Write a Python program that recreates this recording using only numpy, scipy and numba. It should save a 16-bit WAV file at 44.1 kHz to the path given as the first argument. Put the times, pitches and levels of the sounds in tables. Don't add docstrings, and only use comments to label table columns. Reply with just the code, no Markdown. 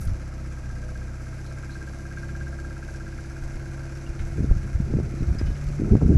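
import sys
import numpy as np
from scipy import signal
from scipy.fft import rfft, irfft, next_fast_len
from scipy.io import wavfile
from scipy.ndimage import uniform_filter1d
from numba import njit

SR = 44100
rng = np.random.default_rng(int(sys.argv[2]) if len(sys.argv) > 2 else 0)


def persist_wave(psi):
    counts = np.round(np.clip(psi, -1, 1) * 32767).astype(np.int16)
    wavfile.write(sys.argv[1], SR, np.atleast_2d(counts).T)


N = 272097


def undb(db):
    return 10 ** (np.asarray(db) / 20)


def curves(table):
    s, *columns = np.transpose(table)
    return [np.interp(np.arange(N) / SR, s, column) for column in columns]


def unit(x):
    return x / np.sqrt(np.mean(x ** 2))


def walk(rate):
    hold = int(SR / rate)
    steps = np.repeat(rng.standard_normal(N // hold + 1), hold)
    smooth = uniform_filter1d(uniform_filter1d(steps, hold), hold)
    return unit(smooth[:N])


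def ring(blows, hz, t60, contact_s):
    turn = np.exp(2j * np.pi * np.cumsum(hz) / SR)
    contact = np.hanning(int(contact_s * SR))
    push = np.convolve(blows / turn, contact / contact.sum())[:N]
    decay = np.exp(-np.log(1000) / (t60 * SR))
    return (turn * signal.lfilter([1], [1, -decay], push)).imag


def band(x, hz, width):
    return signal.lfilter(*signal.iirpeak(hz, hz / width, fs=SR), x)


@njit
def lowpass(x, hz, damping):
    y, b, l = np.empty(len(x)), 0., 0.
    for i in range(len(x)):
        g = np.tan(np.pi * hz[i] / SR)
        v = (b + g * (x[i] - l)) / (1 + g * (g + damping))
        y[i] = l + g * v
        b, l = 2 * v - b, 2 * y[i] - l
    return y


def colour(x, table):
    size = next_fast_len(N)
    hz, db = np.transpose(table)
    bins_hz = np.arange(size // 2 + 1) * SR / size
    gain = undb(np.interp(np.log(bins_hz + 1), np.log(hz), db))
    return irfft(rfft(x, size) * gain, size)[:N]


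# (middle [s], length [s], level [dB], top of the rumble [Hz])
GUST_SWELLS = [(.005, 0.095, -31.5, 80.6), (.105, 0.12, -24, 65), (0.619, 0.11, -37, 38),
               (3.27, 0.23, -37.5, 50), (3.44, 0.11, -27.5, 41.5), (3.573, 0.11, -35, 50),
               (4.112, 0.07, -25.5, 45.2), (4.242, 0.1, -25, 40), (4.31, 0.073, -30, 80),
               (4.418, 0.14, -27.5, 105), (4.513, 0.095, -18.5, 71), (4.581, 0.065, -26, 45),
               (4.647, 0.061, -31.5, 89), (4.79, 0.19, -27, 60), (4.962, 0.33, -27.5, 119),
               (5.22, 0.066, -20, 60), (5.335, 0.16, -26.5, 60), (5.459, 0.24, -26.5, 70),
               (5.708, 0.3, -29.5, 55), (5.846, 0.19, -28, 149), (5.94, 0.11, -19, 126),
               (6.029, 0.048, -23, 170), (6.072, 0.12, -24.5, 122), (6.115, 0.053, -21, 161),
               (6.16, 0.19, -17.5, 90)]
AIR_DB, AIR_TOP_HZ, AIR_WALK_DB = -47, 92, 2


def gusts():
    t = np.arange(N) / SR
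    power = undb(2 * (AIR_DB + AIR_WALK_DB * walk(2.88)))
    weighted_hz = power * AIR_TOP_HZ
    for s, length, db, top_hz in GUST_SWELLS:
        swell = undb(2 * db) * np.cos(np.pi * np.clip((t - s) / length, -.5, .5)) ** 2
        power = power + swell
        weighted_hz = weighted_hz + swell * top_hz
    return np.sqrt(power), np.clip(weighted_hz / power, 35, 900)


# (time [s], level [dB], time scale of the pressure jump [ms], signed amplitude factor, positive upwards)
PLACED_EDDIES = [(.1185, -19.5, 5.4, -0.88), (4.208, -18.5, 8, 1), (4.3847, -23.3, 2.6, -1.2),
                 (4.4072, -15, 3.3, 1), (4.445, -14.5, 2.5, -1), (4.5127, -22, 1.6, -1),
                 (4.5129, -32, .65, -1), (4.514, -7, 9, -1.08), (4.5672, -13.5, 5.6, 0.92),
                 (4.7547, -12.5, 7.5, 1), (4.804, -12.5, 3.7, 0.88), (4.9242, -17.8, 5.6, 1),
                 (4.939, -16, 2, -1.1), (4.9385, -35, .7, -1), (4.9559, -13.5, 5.3, 1),
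                 (4.97, -15, 2.6, -1), (4.9885, -18, 1.7, -1), (5.1404, -23, 2.2, -1),
                 (5.2235, -19, 2.3, -1), (5.2305, -11.5, 7.3, -0.88), (5.2873, -20, 5, 1),
                 (5.3264, -23, 3.8, -1.1), (5.4144, -18, 2.4, 0.94), (5.4145, -31, .7, 1),
                 (5.4885, -23, 3.2, 0.81), (5.8, -15.5, 2.6, -1.08), (5.8203, -15, 2.2, -1.1),
                 (5.837, -17, 3.6, 1), (5.885, -18.5, 2.9, 0.91), (5.916, -16, 3.2, -0.86),
                 (5.9227, -5, 6.6, 1), (5.935, -11, 2.6, -1.2), (5.9407, -7.5, 2.5, 1),
                 (5.9536, -3, 2.52, -0.84), (5.9537, -26, .7, -1), (6.0235, -15, 1.8, 1),
                 (6.0326, -10.5, 3.5, -0.95), (6.0525, -13, 3.7, -1), (6.0623, -8.5, 3.9, 1),
                 (6.0757, -16, 3.9, 1), (6.095, -10.5, 2.9, -1), (6.1066, -5.5, 4.4, -1.3),
                 (6.1411, -10.5, 3.2, 0.95), (6.1599, -13, 4.8, -1)]
SMALL_EDDIES_PER_S, SMALL_EDDY_DB, SMALL_EDDY_MS = 12, 1.5, 2.6
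FLUTTER_DB, FLUTTER_HZ, FLUTTER_FROM_HZ = -5, (220, 380), 72.6


def wind():
    strength, top_hz = gusts()
    high_pass = signal.butter(2, 21, "high", fs=SR, output="sos")
    air = signal.sosfilt(high_pass, rng.standard_normal(N))
    rumble = lowpass(lowpass(air, top_hz, 1.0), 3.96 * top_hz, 1.5) * np.sqrt(SR / 2 / top_hz)
    throb_db = 2.6 * walk(40)
    flutter_band = signal.butter(3, FLUTTER_HZ, "band", fs=SR, output="sos")
    flutter = unit(signal.sosfilt(flutter_band, air)) * undb(FLUTTER_DB + 3.8 * walk(70))
    sharpness = np.clip(top_hz / FLUTTER_FROM_HZ - 1, 0, 1)
    out = (rumble * undb(throb_db) + flutter * sharpness) * strength

    when, length = rng.random((int(SMALL_EDDIES_PER_S * N / SR), 2)).T
    when = .06 + when * (N / SR - .07)
    then = (when * SR).astype(int)
    small_db = 20 * np.log10(strength[then]) + SMALL_EDDY_DB
    small_ms = SMALL_EDDY_MS * (.5 + length) * 95 / top_hz[then]
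    small_way = np.sign(rng.standard_normal(len(when)))
    small = zip(when, small_db, small_ms, small_way)

    t = np.arange(-SR // 20, SR // 20) / SR
    for s, peak_db, jump_ms, way in list(PLACED_EDDIES) + list(small):
        u = t * 1000 / jump_ms
        jump = np.tanh(u / 0.51) * np.exp(-(u / 0.61) ** 2)
        at = int(s * SR) - SR // 20
        out[at:at + len(t)] += (way * undb(peak_db) * jump / jump.max())[:N - at]
    return out


# (time [s], length [s], pitch [Hz], level [dB])
BIRD_NOTES = [(1.443, 0.075, 4160, -61), (1.698, 0.076, 4150, -55), (5.172, .055, 4190, -62),
              (5.236, 0.058, 4150, -62.5)]
SLIDE_UP_HZ, SLIDE_S = 330, .009


def bird():
    out = np.zeros(N)
    for s, length, hz, db in BIRD_NOTES:
        t = np.arange(int(length * SR)) / SR
        slide = SLIDE_UP_HZ * SLIDE_S * np.exp(-t / SLIDE_S)
        warble = 0.96 * np.sin(2 * np.pi * 45 * t)
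        whistle = np.sin(2 * np.pi * (hz * t + slide + warble))
        envelope = np.sin(np.pi * t / length) ** .5 * undb(2.7 * walk(90)[:len(t)])
        out[int(s * SR):int(s * SR) + len(t)] += undb(db) * whistle * envelope
    return out


# (time [s], tone level [dB], mode [Hz], decay time t60 [s], scrape level relative to the tone [dB])
TICKS_AND_CLINKS = [(0.013, -51.5, 10755, 0.33, 5), (.008, -43, 11800, 0.01079, 4),
                    (0.013, -52.5, 5800, 0.1046, 9.5), (0.051, -48, 8700, .02, 6),
                    (.074, -46.5, 4820, .03, 5.5), (.83, -48.5, 614, 0.94, -6), (2.289, -46, 2090, 0.04, 4),
                    (3.953, -48, 5541, 0.0343, -6), (4.065, -44, 2811, .05, -8),
                    (4.191, -48, 2179, 0.11, 13), (5.386, -43, 5230, 0.04, -8),
                    (5.387, -38.5, 4980, 0.04, -8), (5.393, -39, 5030, 0.039, -11),
                    (5.391, -51, 1880, 0.12, 17), (5.391, -62, 6000, 0.1305, -3), (5.46, -52, 5000, .08, 2),
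                    (5.462, -62, 2300, .12, 17), (5.465, -51.5, 2985, 0.19, 7), (5.51, -59, 3700, .12, 0),
                    (5.547, -54, 5000, .04, 2), (5.55, -59, 2210, .1, 16), (5.553, -55, 2970, .07, 0),
                    (5.64, -52, 11060, .02, -6)]


def clinks():
    out = np.zeros(N)
    for s, peak_db, hz, t60, scrape_db in TICKS_AND_CLINKS:
        t = np.arange(int(t60 * SR)) / SR
        scrape = undb(scrape_db) * rng.standard_normal(SR)[:len(t)] * np.exp(-t / min(0.32 * t60, .025))
        scrape = band(band(scrape, hz, 0.83 * hz), hz, 0.83 * hz)
        tone = np.sin(2 * np.pi * hz * t) * np.exp(-np.log(1000) * t / t60)
        out[int(s * SR):int(s * SR) + len(t)] += undb(peak_db) * (tone + scrape)
    return out


# (time [s], rate [engine cycles per second])
ENGINE_SPEED = [(0, 16.4), (.56, 16.2), (.66, 15.67), (.8, 15.68), (1.15, 15.968), (1.5, 16.449),
                (2, 16.779), (2.5, 16.864), (3, 16.644), (3.5, 16.83), (4, 16.77), (4.4, 16.705),
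                (4.75, 16.701), (5.1, 16.553), (5.35, 17.338), (5.6, 17.785), (5.9, 17.9), (6.17, 18)]
START_CYCLE = .723


def engine_cycle():
    return START_CYCLE + np.cumsum(curves(ENGINE_SPEED)[0]) / SR


# (frequency [Hz], relative density [dB per Hz])
HISS_SPECTRUM = [(110, -7), (160, -9.5), (300, -10.5), (440, -17.5), (1050, -24.5), (2500, -31),
                 (3400, -37), (6100, -28.5), (6700, -33), (7800, -34), (8500, -41), (10300, -37.5),
                 (11500, -40.5), (12100, -51.5), (14500, -58)]
# (centre [Hz], width [Hz], relative level [dB])
CASING_MODES = [(530, 92, -13), (653, 81, -9), (1420, 226, -9), (1598, 140, -11.5), (2136, 190, -12),
                (2446, 100, -17)]
# (share of the cycle [1], mean lift [dB])
VALVE_TICKS = [(.08, 2), (0.251, 5.5), (0.399, 3.5), (.92, 4.5)]
TICK_FADE_CYCLES = 0.088


def hiss(cycle):
    tick_db = 0
    for share, lift_db in VALVE_TICKS:
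        strengths = .4 + 1.2 * rng.random(N // 1000)
        strength = strengths[np.floor(cycle - share + 1).astype(int)]
        tick_db = tick_db + strength * lift_db * np.exp(-((cycle - share) % 1) / TICK_FADE_CYCLES)
    tick_db = uniform_filter1d(tick_db - tick_db.mean(), size=40)
    puff_db = 1.6 * np.cos(8 * np.pi * cycle) + 0.92 * np.cos(2 * np.pi * (cycle - .45))

    out, swell = 0, walk(1.91)
    for hz in 140 * 2 ** np.arange(0, 7, .5):
        grit = undb(1.2 * np.repeat(rng.exponential(size=N // 64 + 1), 64)[:N])
        beat_db = np.clip(hz / 2500, 0, 1) ** 2 * tick_db
        beat_db = beat_db + np.exp(-np.log2(hz / 600) ** 2) * puff_db
        noise = band(band(grit * rng.standard_normal(N), hz, 1.2 * hz), hz, 1.2 * hz)
        out = out + undb(.3 * swell + 1.1 * walk(14) + beat_db) * noise

    casing = 0
    for hz, width, db in CASING_MODES:
        beat_db = puff_db if hz < 1000 else tick_db
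        resonance = unit(band(rng.standard_normal(N), hz, width))
        casing = casing + undb(db + 1.33 * walk(15) + beat_db) * resonance
    return unit(colour(out, HISS_SPECTRUM)) + colour(casing, [(100, -1.5), (2700, -1.5), (3300, -31.0)])


# (decay time t60 [s], contact time [s])
KNOCK_MODES = [(.075, .008), (.05, .005), (.05, .004)]
# (share of the cycle [1], level before looseness and chance [dB])
REBOUNDS = [(.42, -9), (.58, -19), (.8, -19)]
# (time [s], level of the high mode [dB], looseness of rebounds and grinding [dB])
KNOCK_DRIVE = [(0, -45, 6), (.3, -47, .5), (.55, -44, 2), (.66, -42.5, 7), (.88, -37.5, -2), (1.1, -43, -8),
               (1.4, -43, -1), (1.65, -36, 1), (1.9, -36, -5), (2.06, -39, -6), (2.17, -33.5, -7),
               (2.35, -33.5, -9), (2.75, -36, -5), (3, -38, -3), (3.4, -41, 1.5), (3.7, -47, 8),
               (4.2, -47, 5.5), (4.65, -41.5, 7), (4.9, -48, 3), (5.05, -63, 2), (5.4, -43, 11),
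               (5.8, -52, 3), (6.17, -43.5, 1)]
# (time [s], high mode [Hz], middle mode [Hz], low mode [Hz],
# middle level [dB], low level [dB], lateness [cycles])
KNOCK_SHIFT = [(0, 1600, 1550, 1310, -55, -43, 0.025), (.7, 1598, 1510, 1294, -58, -45.5, 0.02),
               (1.4, 1589, 1544, 1315, -53, -44, -0.0034), (1.8, 1596, 1540, 1350, -54, -43.5, 0.0048),
               (2.5, 1598, 1557, 1360, -44, -42, -0.0037), (3.3, 1602, 1550, 1380, -42, -43.5, 0.0054),
               (3.8, 1608, 1554, 1360, -41, -48, -.03), (4.4, 1600, 1529, 1370, -48, -44, -0.078),
               (4.9, 1596, 1526, 1343, -50, -44.5, -0.0003), (5.3, 1612, 1490, 1310, -60, -49, 0.056),
               (5.6, 1620, 1448, 1240, -50, -48, 0.039), (5.85, 1636, 1496, 1310, -49, -39.5, 0.00037),
               (6.17, 1590, 1530, 1340, -46, -45, -0.048)]


def knock(cycle):
    high_db, loose_db = curves(KNOCK_DRIVE)
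    *mode_hz, middle_db, low_db, late = curves(KNOCK_SHIFT)
    cycle = cycle - late
    out, loose = 0, undb(loose_db)
    for (t60, contact_s), hz, db in zip(KNOCK_MODES, mode_hz, (high_db, middle_db, low_db)):
        blows = np.zeros(N)
        for share, rebound_db in [(0, 0)] + list(REBOUNDS):
            at = np.flatnonzero(np.diff(np.floor(cycle - share)))
            reach = 1
            if share:
                reach = loose[at] ** (1 if share < .5 else .3) * (.5 if hz[0] < 1400 else 1)
            chance_db = 1.1 * rng.standard_normal(N // 1000)[:len(at)]
            blows[at] = undb(rebound_db + chance_db) * reach
        sliding = signal.lfilter([1], [1, -np.exp(-1 / (0.023 * SR))], blows)
        grind = undb(-43) * np.sqrt(loose) * ring(sliding * rng.standard_normal(N), hz, 0.046, 0.0027)
        struck = ring(blows, hz * (1 + 0.0041 * walk(12)), t60, contact_s)
        out = out + undb(db) * (struck + grind)
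    return out


# (multiple of the cycle rate [1], relative level [dB])
HUM_ORDERS = [(1, -28), (2, -2), (3, -25), (4, 0), (5, -30), (6, -8), (7, -28), (8, -2), (9, -27),
              (10, -15), (11, -27), (12, -16), (13, -30), (14, -20), (15, -27), (16, -29), (17, -27),
              (18, -26), (19, -24), (20, -12), (21, -27), (22, -25), (31, -29), (32, -24), (40, -28)]
# (time [s], hum level [dB], lift of the eighth multiple [dB], lift of the pipe's top lines [dB])
EXHAUST_ROLL = [(0, -36.5, -2, -10), (.5, -37.5, 0, -4), (.6, -38.5, -4.5, -7), (.68, -35.5, 0, -14),
                (1, -36, -1.5, -8), (1.5, -38.5, 0, -3), (2, -39.5, -1, -1.5), (2.35, -37.5, 2.5, 2.5),
                (2.7, -39, -1.5, 0.5), (4, -39.5, 3.5, 4), (5, -35.5, 3.5, -1.5), (5.25, -35.5, 2.5, 5),
                (5.5, -37.5, 4.5, -9.5), (6.17, -36.5, 8, -9)]


def exhaust(cycle):
    hum_db, eighth_db, top_db = curves(EXHAUST_ROLL)
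    lift_db = {8: eighth_db, 19: top_db, 20: top_db, 21: top_db}
    out = 0
    for k, db in HUM_ORDERS:
        waver = 1. if db > -13 else 2.0
        start = -.4 * k if k > 16 else rng.random()
        if k <= 10 and k % 2 == 0:
            start = -.35 if k % 4 == 0 else -.1 * (k + 1)
        angle = 2 * np.pi * (k * cycle + start) + .15 * waver * walk(6)
        line_db = db + lift_db.get(k, 0) + waver * walk(5.0)
        out = out + np.sqrt(2) * undb(line_db) * np.cos(angle)
    return undb(hum_db) * out


HISS_DB, HISS_RISE_DB_PER_S = -47.5, 0.27


def scene():
    cycle = engine_cycle()
    hiss_db = HISS_DB + HISS_RISE_DB_PER_S * (np.arange(N) - N / 2) / SR
    engine = undb(hiss_db) * hiss(cycle) + knock(cycle) + exhaust(cycle)
    return (wind() + bird() + clinks() + engine)[None]


TOP_HZ = 14578


def record(dry):
    rounded = 0.96 * np.tanh(dry / 0.92)
    return signal.sosfilt(signal.ellip(8, .2, 70, TOP_HZ, fs=SR, output="sos"), rounded)


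dry = scene()
out = record(dry)
persist_wave(out)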